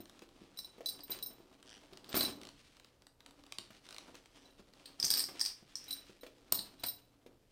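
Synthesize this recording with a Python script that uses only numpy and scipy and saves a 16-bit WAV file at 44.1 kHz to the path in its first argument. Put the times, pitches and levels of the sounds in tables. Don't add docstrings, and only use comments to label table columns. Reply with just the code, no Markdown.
import sys
import numpy as np
from scipy import signal
from scipy.fft import rfft, irfft
from scipy.io import wavfile

SR = 44100
rng = np.random.default_rng(int(sys.argv[2]) if len(sys.argv) > 2 else 0)


def dump(signal):
    limited = np.clip(np.atleast_2d(signal).T, -1, 1)
    pcm = np.round(limited * 32767).astype(np.int16)
    wavfile.write(sys.argv[1], SR, pcm)


N = 331191
T = np.arange(N) / SR
HIT_T = T[:SR // 3]

# f/Hz, level/dB
HUM = [(122.5, -82.5), (287, -91)]
# f/Hz, level/dB
AIR = [(12, -38), (20, -1.5), (49, -2), (142, -10.5), (210, -15), (527, -10), (624, -16.5), (1290, -27.5),
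       (3250, -33), (3950, -31), (14300, -34), (16000, -47.5)]
# t/s, dull rustle/dB, dry hiss/dB
RUB_LEVELS = [(0.0, -63, -67.5), (0.1, -69.5, -73), (0.23, -71, -75), (0.46, -68.5, -72),
              (0.81, -69.5, -74), (0.94, -60.5, -66.5), (1.05, -66, -75), (1.11, -55.5, -56),
              (1.29, -64, -73), (1.57, -68, -74.5), (1.82, -66.5, -68.5), (2.03, -63.5, -72),
              (2.17, -57, -53), (2.28, -44, -52), (2.32, -57.5, -58), (2.47, -60.5, -74.5),
              (2.57, -82, -69), (2.7, -72.5, -70), (2.84, -69.5, -72), (3.09, -77.5, -87),
              (3.3, -68, -74.5), (3.47, -70.5, -76), (3.68, -75, -68.5), (4.08, -62, -67.5),
              (4.22, -75.5, -74), (4.48, -70, -75), (4.79, -69, -72), (5.04, -65, -67),
              (5.17, -59.5, -51.5), (5.31, -64, -70), (5.46, -69.5, -54), (5.56, -78.5, -68),
              (5.77, -72.5, -71), (5.92, -65, -62), (6.28, -79.5, -75.5), (6.52, -63.5, -73),
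              (6.67, -67, -67), (6.76, -66, -70.5), (6.86, -67.5, -61.5), (7.05, -75, -78.5),
              (7.3, -75.5, -87.5), (7.51, -87, -81)]
# f/Hz, level/dB
RUSTLE = [(60, -22), (150, -6), (240, -0.5), (282, 7.5), (330, -1.5), (420, -2), (700, -5), (1300, -10),
          (3000, -38)]
# f/Hz, level/dB
HISS = [(500, -10), (1300, -1.5), (3000, 2.5), (5000, -1), (7000, -8), (9000, -8.5), (12000, -22.5),
        (16000, -24)]
# t/s, level/dB, hardness (slap over thud)/dB, thud f/Hz
BUMPS = [(0.002, -53.5, -14, 250), (0.219, -51.5, -3.5, 351), (0.412, -60.5, -21, 330),
         (0.781, -55.5, -7, 408), (0.806, -49.5, -9.5, 516), (1.096, -49.5, -1.5, 307),
         (1.146, -56, 6, 320), (1.402, -63, -21, 343), (1.771, -66, -12.5, 288), (1.924, -57.5, -13, 315),
         (2.142, -33, -2, 278), (2.152, -39.5, 9, 285), (2.167, -34, -5, 280), (2.206, -41.5, 7, 260),
         (2.232, -42, -8, 288), (3.584, -57.5, -10, 298), (3.704, -56, 3, 228), (4.143, -54, -1, 370),
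         (4.593, -57.5, -9, 294), (5.039, -47, -3, 271), (5.111, -65, 15, 276), (5.286, -50, 6, 368),
         (5.351, -55.5, 1, 325), (5.625, -58.5, -16.5, 256), (6.096, -58, -6.5, 327),
         (6.232, -48, -4.5, 476), (6.264, -53.5, 5.5, 270), (6.521, -42, 2.5, 290), (6.587, -53, -8, 288),
         (6.836, -43, 8.5, 279), (7.262, -54.5, -7.5, 359)]
# f/Hz, level/dB
BAG_MODES = [
    [(125, -11), (185, -3.5), (245, -7.5), (285, 0.5), (360, -3)],
    [(420, 3.5), (520, -6), (640, 3.5), (780, -14.5)],
]
# f/Hz, level/dB
BAG_COLOURS = [
    [(40, -10), (110, -13), (180, -14), (270, 6), (380, -7), (600, -22.5), (1500, -48.5)],
    [(200, -15.5), (400, 5), (650, 9), (900, -11.5), (1600, -40)],
    [(450, -19), (1050, -6), (1600, -11.5), (2700, -10.5), (4200, -15.5), (10000, -26.5)],
]
# t/s, level/dB, brightness (top over low modes)/dB
STRIKES = [(0.004, -61.5, -1), (0.573, -54, -12), (0.588, -50, -16.5), (0.646, -56, -21),
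           (0.859, -42.5, -16.5), (0.887, -41, -11), (1.034, -54.5, 2.5), (1.104, -50.5, 17),
           (1.117, -45, -13.5), (1.226, -43, -5.5), (1.261, -47, 3.5), (2.091, -66, 15), (2.151, -42.5, 2),
           (2.166, -39, 6), (2.191, -39.5, -4), (2.229, -39.5, -8), (2.25, -40.5, -19), (4.454, -74, -25.5),
           (4.505, -76, -20), (5.173, -45.5, 9), (5.882, -54, -12), (5.907, -46, -15),
           (5.928, -44.5, -14.5), (6.21, -64, -9), (6.544, -42.5, 1), (6.587, -59, -33), (6.796, -63, -9),
           (6.835, -47, -9), (6.862, -43.5, 1), (6.884, -41, -3)]
# f/Hz, level/dB, t60/s, group (0 low, 1 middle, 2 top)
BUCKLE_MODES = [(3957, 0, .3, 0), (4075, -14, .09, 0), (5335, -5, .35, 1), (8696, 0, .3, 1),
                (9990, -6, .3, 1), (13250, -14, .06, 2), (13750, 0, .25, 2), (14680, -8, .3, 2)]
# t/s, level/dB
CREAKS = [(0.056, -45), (0.096, -44), (0.1924, -44), (0.236, -51), (0.29, -52), (0.992, -44), (1.081, -47),
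          (1.146, -43), (1.189, -38.5), (1.6275, -44.5), (1.9333, -42.5), (1.973, -38), (2.044, -41),
          (2.1216, -40), (2.1289, -29.5), (2.7684, -48.5), (2.798, -45), (2.8461, -45), (3.021, -50),
          (3.068, -43), (3.205, -45.5), (3.262, -40), (3.309, -47.5), (3.4376, -47), (3.465, -47),
          (3.5226, -29.5), (3.585, -24.5), (3.866, -46.5), (3.983, -31.5), (4.153, -40), (4.2582, -47),
          (4.7362, -48)]
# t/s, length/s, level/dB
PULLS = [(2.415, .085, -39), (3.889, .085, -38)]
# f/Hz, level/dB
SLIP_TICK = [(900, -48), (2200, -3), (4200, 5), (6500, -6.5), (8500, -7), (11000, -16), (15500, -28)]
# f/Hz, level/dB
SLIP_BODY = [(150, -31), (350, -1), (700, -2), (1200, 1), (2200, -4.5), (4000, -20.5)]
# t/s, level/dB, brightness/dB, clink f/Hz
CLACKS = [(0.5885, -43.5, -5, 5030), (0.861, -42, 2, 4300), (0.89, -47, 6, 4430), (1.0053, -53, -9, 4600),
          (1.119, -49.5, 6, 4400), (2.091, -51, 0, 4730), (2.165, -35.5, 1.5, 4230), (2.174, -51, 19, 4500),
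          (2.208, -30.5, 5.5, 4160), (4.857, -46, -9, 4130), (4.9995, -36.5, 0.5, 5000),
          (5.027, -31, -29, 5030), (5.037, -45, 1.5, 5500), (5.044, -29.5, -5.5, 5080),
          (5.05, -33.5, 5, 5740), (5.103, -29.5, 6, 4500), (5.112, -32, 6, 5140), (5.127, -40, -18, 5100),
          (5.138, -30, 5, 4580), (5.172, -40.5, 9, 4870), (5.193, -31, 5, 4470), (5.203, -31.5, 2, 4900),
          (5.2385, -35.5, -5, 4990), (5.395, -38.5, -11, 4900), (5.404, -36, -19, 5260),
          (5.412, -28, -5.5, 5010), (5.45, -37.5, 1, 4930), (5.4595, -31, -17, 4910),
          (5.7544, -38.5, -10, 5130), (5.769, -57, 4, 5200), (5.841, -55, 4, 5280),
          (5.909, -42.5, 5.5, 4150), (6.591, -38, -4, 4090), (6.837, -37, 3.5, 4270)]
# t/s, length/s, level/dB, clink f/Hz
RATTLES = [(2.15, .08, -56, 4280), (5.066, .155, -42, 4900), (5.416, .05, -50, 5230),
           (6.53, .05, -41, 4100)]
# level/dB, dB gained per dB of brightness
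CLACK_BANDS = [(-13, -0.1), (5, 0), (-4.5, 0.45), (-12.5, 1.83)]
# f/Hz, level/dB
FITTING_MODES = [
    [(1850, -6.5), (2350, -15.5), (3300, -8)],
    [(4150, -40.5), (4680, -63), (4930, 4.5), (5140, 6), (5470, 15), (6050, -7)],
    [(7950, -1.5), (8520, 22), (8780, 17), (9350, -20)],
    [(13250, -11.5), (13770, 17), (14200, -10), (14750, -8)],
]
# f/Hz, level/dB
GRIT = [
    [(400, -33.5), (1000, -1.5), (3000, -17), (4500, -10)],
    [(2600, -27), (4100, -8.5), (5200, 5), (6200, -4), (7500, -22)],
    [(5500, -24.5), (7800, 3), (8800, 5), (10000, -8.5), (12500, -37.5)],
    [(9000, -8.5), (12000, 4), (13800, -5.5), (16000, -36)],
]
# t/s, length/s, level/dB, slips per s
DRAGS = [(1.652, 0.14, -61, 115), (4.303, 0.22, -73, 160)]
# f/Hz, level/dB
RASP = [(1200, -13), (1800, -1), (2150, -15), (3200, 2.5), (4000, -10), (5900, -1), (6600, -16),
        (8600, -12), (15000, -45)]
# t/s, level/dB
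SNAPS = [(6.5223, -17), (6.5239, -10), (6.5251, -23)]
# f/Hz, level/dB
STEEL_SNAP = [(300, -14.5), (1100, -9), (2000, -25.5), (5000, -4), (7000, -10.5), (8700, -0.5),
              (11000, -14.5), (13500, 6), (15500, -14)]
# f/Hz, t60/s
GARAGE_T60 = [(125, 1), (500, 0.54), (2000, 0.27), (5000, 0.29), (9000, 0.2656), (15000, 0.25)]

CLINK_HZ, THUD_HZ = 5100, 285


def undb(db):
    return 10 ** (np.asarray(db) / 20)


def unit(x):
    return x / np.sqrt(np.mean(x ** 2))


def unit_attack(x, length_s=0.0073):
    return x / np.sqrt(np.mean(x[:int(length_s * SR)] ** 2))


def at_hz(points, hz):
    f, value = np.transpose(points)
    return np.interp(np.log(np.maximum(hz, 1)), np.log(f), value)


def pitched(points, ratio):
    return [(hz * ratio, db) for hz, db in points]


def colour(x, points, size=2048):
    cepstrum = irfft(np.log(undb(at_hz(points, np.fft.rfftfreq(size, 1 / SR)))))
    cepstrum[1:size // 2] *= 2
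    cepstrum[size // 2 + 1:] = 0
    return signal.fftconvolve(x, irfft(np.exp(rfft(cepstrum))))[:len(x)]


def wander(rate):
    return np.interp(T * rate, np.arange(N), rng.standard_normal(N))


def add(track, s, sound):
    i = max(0, int(s * SR))
    track[i:i + len(sound)] += sound[:N - i]


def fade(t60):
    return np.exp(-np.log(1000) * HIT_T / t60)


def press(rise_s):
    return 1 - np.exp(-HIT_T / rise_s)


def burst(points, t60):
    shaped = colour(rng.standard_normal(len(HIT_T)) * fade(t60), points)
    return shaped * np.linalg.norm(fade(t60)) / np.linalg.norm(shaped)


def mode(hz, t60):
    return rng.choice([-1, 1]) * np.sin(2 * np.pi * hz * HIT_T) * fade(t60)


def clang(modes, t60, detune, scatter_db):
    ring = 0
    for hz, db in modes:
        gain = undb(db + scatter_db * rng.standard_normal())
        ring += gain * mode(hz * (1 + detune * rng.standard_normal()), t60)
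    return unit_attack(ring)


def uneven_times(length, gap_s, jitter):
    gaps = gap_s * np.exp(jitter * rng.standard_normal(size=100))
    times = np.cumsum(gaps) - gaps[0]
    return times[times < length]


def grains(rate, spread_db):
    impulses = (rng.random(N) < rate / SR) * rng.choice([-1, 1], N)
    return impulses * undb(spread_db * np.minimum(rng.exponential(size=N), 5))


def room_tone(air_db=-72, waver_db=2):
    hum = sum(undb(db + waver_db * wander(4.3)) * unit(np.sin(2 * np.pi * hz * T + wander(1.6)))
              for hz, db in HUM)
    return hum + undb(air_db) * unit(colour(rng.standard_normal(N), AIR))


def rubbing(rustle_db=-1, hiss_db=1, uneven_db=3.5):
    times, rustle, hiss = np.transpose(RUB_LEVELS)
    fits_db = uneven_db * wander(35)
    folds = unit(colour(grains(rate=350, spread_db=0.5), RUSTLE))
    folds *= undb(np.interp(T, times, rustle) + rustle_db + fits_db)
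    scrape = unit(colour(grains(rate=1400, spread_db=1.5), HISS))
    scrape *= undb(np.interp(T, times, hiss) + hiss_db + fits_db)
    return folds + scrape


def bumps(hollow_db=-3, flap_db=-4, crumple_db=-5, hollow_t60=0.063, flap_t60=0.034):
    out = np.zeros(N)
    for s, blow_db, hard_db, hz in BUMPS:
        slap = undb(hard_db / 2) * burst(BAG_COLOURS[2], t60=0.071)
        hollow = (hollow_db - hard_db / 2, hollow_t60, hz / THUD_HZ)
        flap = (flap_db, flap_t60, 1)
        thud = 0
        for (db, t60, ratio), modes, outline in zip((hollow, flap), BAG_MODES, BAG_COLOURS):
            tone = clang(pitched(modes, ratio), t60, detune=0.075, scatter_db=3)
            crumple = undb(crumple_db) * burst(pitched(outline, ratio), t60)
            thud += undb(db) * (tone + crumple)
        add(out, s, undb(blow_db) * press(rise_s=0.0007) * (slap + thud))
    return out


def buckle(low_db=3, middle_db=-2, top_db=5.5, free_s=0.023, choke_db=-20, pivot_hz=8000, detune=0.001):
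    out = np.zeros(N)
    resting = 1 / (1 + (free_s / (HIT_T + 1 / SR)) ** 4)
    for s, strike_db, bright_db in STRIKES:
        gains = undb(strike_db + np.array([low_db - bright_db / 2, middle_db, top_db + bright_db / 2]))
        ring = 0
        for hz, db, t60, group in BUCKLE_MODES:
            choke = undb(choke_db * (hz / pivot_hz) ** 0.53 * resting)
            partial = mode(hz * (1 + detune * rng.standard_normal()), t60)
            ring += gains[group] * undb(db) * choke * partial
        add(out, s, press(rise_s=0.0003) * ring)
    return out


def tongue(click_db=-2, tick_db=-8):
    out = np.zeros(N)
    for s, db, bright_db in STRIKES:
        click = undb(click_db - bright_db / 3) * burst(GRIT[1], t60=0.014)
        tick = undb(tick_db) * burst(STEEL_SNAP, t60=0.0062)
        add(out, s, undb(db) * (click + tick))
    return out


def slip(db, tick_db=-5, knock_db=-29, knock_growth=0.64):
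    tick = undb(db + tick_db) * burst(SLIP_TICK, t60=0.01)
    knock = undb(knock_growth * db + knock_db) * burst(SLIP_BODY, t60=0.027)
    return tick + knock


def creaks(strays=28, stray_db=11, scatter_db=3):
    out = np.zeros(N)
    for s, db in CREAKS:
        add(out, s, slip(db))
    for s, length, db in PULLS:
        for t in uneven_times(length, gap_s=0.0187, jitter=0.02):
            add(out, s + t, slip(db))
    times, _, hiss = np.transpose(RUB_LEVELS)
    for s in rng.uniform(0, T[-1], strays):
        add(out, s, slip(np.interp(s, times, hiss) + stray_db + scatter_db * rng.standard_normal()))
    return out


def clack(bright_db, clink_hz, clink_db=-4, grit_db=-5):
    out = 0
    ratios = (1, clink_hz / CLINK_HZ, 1, 1)
    for (db, slope), modes, outline, ratio in zip(CLACK_BANDS, FITTING_MODES, GRIT, ratios):
        clink = undb(clink_db) * clang(pitched(modes, ratio), t60=0.012, detune=0.01, scatter_db=4)
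        grit = undb(grit_db) * unit_attack(burst(pitched(outline, ratio), t60=0.018))
        out += undb(db + slope * bright_db) * (clink + grit)
    return press(rise_s=0.001) * out


def fittings(chatter_db=-2, scatter_db=4):
    out = np.zeros(N)
    for s, db, bright_db, hz in CLACKS:
        add(out, s, undb(db) * clack(bright_db, hz))
    for s, length, db, hz in RATTLES:
        for t in uneven_times(length, gap_s=0.018, jitter=0.56):
            gain = undb(db + chatter_db + scatter_db * rng.standard_normal())
            add(out, s + t, gain * clack(bright_db=5, clink_hz=hz))
    return out


def drags(scatter_db=1.5):
    out = np.zeros(N)
    for s, length, db, rate in DRAGS:
        run = np.zeros(N)
        for t in uneven_times(length, gap_s=1 / rate, jitter=0.12):
            swell = np.sqrt(np.sin(np.pi * t / length))
            add(run, s + t, swell * undb(scatter_db * rng.standard_normal()) * burst(RASP, t60=0.0055))
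        out += undb(db) * np.sqrt(length * SR) * run / np.linalg.norm(run)
    return out


def snaps(trim_db=-4):
    out = np.zeros(N)
    for s, db in SNAPS:
        add(out, s, undb(db + trim_db) * burst(STEEL_SNAP, t60=0.0077))
    return out


def garage(dry, wet_db, treble_db, build_s):
    t = T[:SR * 3 // 4]
    hz = np.fft.rfftfreq(len(t), 1 / SR)
    noise = rfft(rng.standard_normal(len(t)))
    centres, t60s = np.transpose(GARAGE_T60)
    tail = 0
    for weights, t60 in zip(np.eye(len(t60s)), t60s):
        band = irfft(noise * at_hz(np.c_[centres, weights], hz), len(t))
        tail += band * np.exp(-np.log(1000) * t / t60)
    build = 1 - np.exp(-(t / build_s) ** 2)
    tail = colour(tail * build, [(1000, 0.005), (14000, treble_db)])
    return dry + undb(wet_db) * signal.fftconvolve(dry, tail / np.linalg.norm(tail))[:N]


def scene():
    chime = garage(buckle(), wet_db=-6, treble_db=3, build_s=0.0026)
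    rattle = garage(fittings() + tongue(), wet_db=-1.5, treble_db=4.5, build_s=0.0022)
    leather = garage(bumps() + rubbing(), wet_db=-9, treble_db=-1, build_s=0.005)
    clicks = garage(creaks() + drags() + snaps(), wet_db=-7, treble_db=0, build_s=0.0049)
    return (chime + rattle + leather + clicks + room_tone())[None]


def record(dry, top_hz=15800):
    return signal.sosfilt(signal.ellip(8, .2, 70, top_hz, fs=SR, output="sos"), dry)


dry = scene()
out = record(dry)
dump(out)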